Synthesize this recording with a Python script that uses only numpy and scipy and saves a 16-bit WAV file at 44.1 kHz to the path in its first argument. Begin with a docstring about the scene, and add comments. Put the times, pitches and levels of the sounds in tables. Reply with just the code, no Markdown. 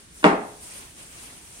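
"""Faint rumble, hiss and sleeve rustle, then a shot glass knocks on a wooden dining table.
Its edge grazes the top and the base lands: a crack spreads through the board as a falling chirp,
the board's hollow modes ring, and a soft thud follows within the tail of the hard-walled room.
The sleeve rustles on as the arm draws back."""
import sys
import numpy as np
from scipy import signal
from scipy.io import wavfile

SR = 44100
rng = np.random.default_rng(int(sys.argv[2]) if len(sys.argv) > 2 else 0)


def to_wav(s):
    """Save 16-bit WAV."""
    ch = np.atleast_2d(s).T  # columns
    pcm = np.round(np.clip(ch, -1, 1) * 32767)  # PCM
    wavfile.write(sys.argv[1], SR, pcm.astype(np.int16))


N = 70560
T = np.arange(N) / SR

# noise spectra: f/Hz, relative density/dB
FLOOR_SPECTRUM = [(25, -4), (55, 4), (80, -1), (120, -2.5), (300, -6), (700, -19), (1500, -15),
                  (5000, -18.5), (9200, -19.5), (11500, -35), (16000, -39)]
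RUB_SPECTRUM = [(100, -9), (300, 0.5), (600, -2.5), (1150, -1), (1600, -4), (2800, -1), (4500, -9),
                (7000, -11), (15000, -35)]
CLOTH_HISS_SPECTRUM = [(1500, -51), (4000, -7), (6000, -0.5), (8000, -0.5), (9500, -0.5), (11000, -5.5),
                       (15500, -11)]
TAIL_SPECTRUM = [(60, -40), (115, -22.5), (170, -4.5), (280, 1), (350, -8), (450, -2), (750, 0.5),
                 (1000, -1), (1400, -5), (2000, -7), (3200, -20), (5000, -26.5), (9000, -34), (12000, -68),
                 (16000, -66)]
# left-right likeness of the room's sound: f/Hz, correlation
STEREO_CORRELATION = [(40, 0.79), (170, 0.9), (330, 0.76), (600, 0.36), (1100, -0.21), (3000, 0.021),
                      (12000, -0.054)]
# sleeve envelopes, soft rub and high hiss: t/s, level/dB
RUB_ENVELOPE = [(0, -54), (.09, -65), (.21, -53), (.5, -55), (.59, -55.5), (.64, -50.5), (.7, -49),
                (.775, -46), (.83, -47.5), (.945, -57.5), (1.0, -48), (1.08, -53.5), (1.16, -48.5),
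                (1.23, -48), (1.32, -49), (1.45, -55.5), (1.6, -50)]
CLOTH_HISS_ENVELOPE = [(0, -56.5), (.085, -68), (.15, -55), (.215, -50.5), (.35, -61.5), (.52, -55),
                       (.585, -54), (.635, -46.5), (.7, -47.5), (.78, -46), (.83, -50), (.945, -57.5),
                       (.99, -50.5), (1.06, -52.5), (1.22, -48.5), (1.41, -54), (1.6, -49)]
# glass contacts, edge then base: t/s, level/dB
GLASS_CONTACTS = [(0.2285, -24), (0.2413, 1.5)]
# modes of the table top, its crack and the thud: f/Hz, level/dB, t60/s
TABLE_MODES = [(154, -30, 0.23), (173.8, -22, 0.27), (189.3, -20.5, 0.37), (215.6, -22.5, 0.26),
               (238, -42, 0.36), (267.4, -24.5, 0.48), (301.3, -11, 0.178), (403.6, -21.5, 0.37),
               (419.6, -20.5, 0.55), (479, -16, 0.2), (582.5, -26, 0.44), (620, -9.5, 0.1),
               (659, -24, 0.49), (786, -22, 0.17), (804.4, -22, 0.47), (880, -28.5, 0.48), (917, -19, 0.36),
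               (1115, -16, 0.21), (1215, -28, 0.53), (1365, -24, 0.41), (1447, -28.5, 0.27),
               (2200, -47, 0.33), (2892, -24.5, 0.1)]
CRACK_MODES = [(717, -20, 0.096), (1490, -10, 0.023), (2740, -12, .012), (3570, -17.5, 0.013),
               (8630, -31.5, 0.0028)]
THUD_MODES = [(286, -18, 0.082), (420, -10.5, 0.0089)]
# decay of the dense ring of table and room: f/Hz, t60/s
TAIL_DECAY = [(130, 0.35), (340, 0.58), (900, 0.5), (2400, 0.39), (6300, 0.26), (12000, .3)]

LEFT_LAG_S = .00022  # the right microphone hears the table first
BEND_DELAY_S = .000908  # 1 kHz behind 4 kHz


def from_db(db):
    """Decibels to gain."""
    return 10 ** (np.asarray(db) / 20)


def unit_rms(x):
    """Scale to rms 1."""
    return x / np.sqrt(np.mean(x ** 2) + 1e-20)


def at_hz(table, hz):
    """Interpolate on a log-frequency axis."""
    freqs_hz, values = np.transpose(table)
    return np.interp(np.log(hz), np.log(freqs_hz), values)


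def noise_bands(spectrum):
    """Third-octave stereo noise, total rms 1: (centres_hz, bands)."""
    edges_hz = np.geomspace(22, 17000, 30)
    centres_hz = np.sqrt(edges_hz[1:] * edges_hz[:-1])
    white = rng.standard_normal((2, 2, N + SR // 2))
    bands = []
    for k, hz in enumerate(centres_hz):
        bandpass = signal.butter(2, edges_hz[k:k + 2], btype="band", fs=SR, output="sos")
        mid, side = signal.sosfilt(bandpass, white[k % 2])[:, -N:]
        correlation = np.clip(at_hz(STEREO_CORRELATION, hz), -.99, .99)
        stereo = np.sqrt(1 + correlation) * mid + np.sqrt(1 - correlation) * side * [[1], [-1]]
        bands.append(from_db(at_hz(spectrum, hz)) * stereo)
    bands = np.array(bands)
    return centres_hz, bands / bands.sum(0).std()


def room_floor(level_db=-52):
    """Steady low rumble and microphone hiss."""
    _, bands = noise_bands(FLOOR_SPECTRUM)
    return from_db(level_db) * bands.sum(0)


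def drift(corner_hz):
    """Low-passed random wander, rms 1."""
    pole = np.exp(-2 * np.pi * corner_hz / SR)
    wander = signal.lfilter([1], [1, -2 * pole, pole * pole], rng.standard_normal(2 * N))
    return unit_rms(wander[N:])


def sleeve(envelope, spectrum, flicker_db, grain_db):
    """Sliding cloth: noise with flickering bands and a fine grain."""
    _, bands = noise_bands(spectrum)
    hiss = sum(band * from_db(flicker_db * drift(corner_hz=16.4)) for band in bands)
    grain = from_db(grain_db * drift(corner_hz=190))
    level_db = np.interp(T, *np.transpose(envelope))
    return unit_rms(hiss * grain) * from_db(level_db)


def since_arrival(start_s, hz):
    """Age in s of a bending wave: 4 kHz arrives at start_s, the bass later."""
    delay_s = BEND_DELAY_S * (np.sqrt(4000 / hz) - 1)
    return np.maximum(T - start_s - delay_s, 0)


def struck_modes(modes, contacts):
    """Each contact rings damped modes of alternating sign; the left side lags."""
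    out = np.zeros((2, N))
    for start_s, contact_db in contacts:
        for k, (hz, mode_db, t60_s) in enumerate(modes):
            age_s = np.array([since_arrival(start_s + lag_s, hz) for lag_s in (LEFT_LAG_S, 0)])
            envelope = from_db(contact_db + mode_db - 60 * age_s / t60_s)
            out += (-1) ** k * envelope * np.sin(2 * np.pi * hz * age_s)
    return out


def room_tail(level_db=-14, build_s=.0018):
    """Dense table modes and room reflections build fast and die band by band."""
    out = np.zeros((2, N))
    for hz, band in zip(*noise_bands(TAIL_SPECTRUM)):
        for start_s, contact_db in GLASS_CONTACTS:
            age_s = since_arrival(start_s, hz)
            build = 1 - np.exp(-age_s / build_s)
            decay_db = 60 * age_s / at_hz(TAIL_DECAY, hz)
            out += band * build * from_db(level_db + contact_db - decay_db)
    return out


def bending_chirp(start_hz=5900, fall_s=.0027, peak_s=.002, level_db=-6, lead_s=.0004):
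    """The stiff board carries treble fastest, so the landing arrives as a falling sweep."""
    start_s = GLASS_CONTACTS[-1][0] - lead_s
    age_s = np.maximum(T - start_s - np.array([[LEFT_LAG_S], [0]]), 0)
    swell = age_s / peak_s * np.exp((1 - (age_s / peak_s) ** 2) / 2)
    phase_rad = 2 * np.pi * start_hz * age_s / (1 + age_s / fall_s)
    return from_db(level_db) * swell * np.sin(phase_rad)


def thud(start_s=.3275):
    """Two low, fast-dying modes just after the landing."""
    return struck_modes(THUD_MODES, [(start_s, 0)])


def scene():
    """Noise floor, sleeve and knock, in stereo."""
    floor = room_floor()
    rub = sleeve(RUB_ENVELOPE, RUB_SPECTRUM, flicker_db=1.5, grain_db=.5)
    hiss = sleeve(CLOTH_HISS_ENVELOPE, CLOTH_HISS_SPECTRUM, flicker_db=1.72, grain_db=.2)
    board = struck_modes(TABLE_MODES + CRACK_MODES, GLASS_CONTACTS)
    knock = board + room_tail() + bending_chirp() + thud()
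    return floor + rub + hiss + knock


def record(dry):
    """Microphone ports lift a narrow treble band; peaks are rounded, the top is cut."""
    port_hz, width_hz, boost_db, cutoff_hz = 9020, 1190, 9, 15800
    b, a = signal.iirpeak(port_hz, port_hz / width_hz, fs=SR)
    boosted = dry + (from_db(boost_db) - 1) * signal.lfilter(b, a, dry)
    rounded = boosted / (1 + boosted ** 6) ** (1 / 6)
    lowpass = signal.ellip(12, .2, 80, cutoff_hz, fs=SR, output="sos")
    return signal.sosfilt(lowpass, rounded)


dry = scene()
out = record(dry)
to_wav(out)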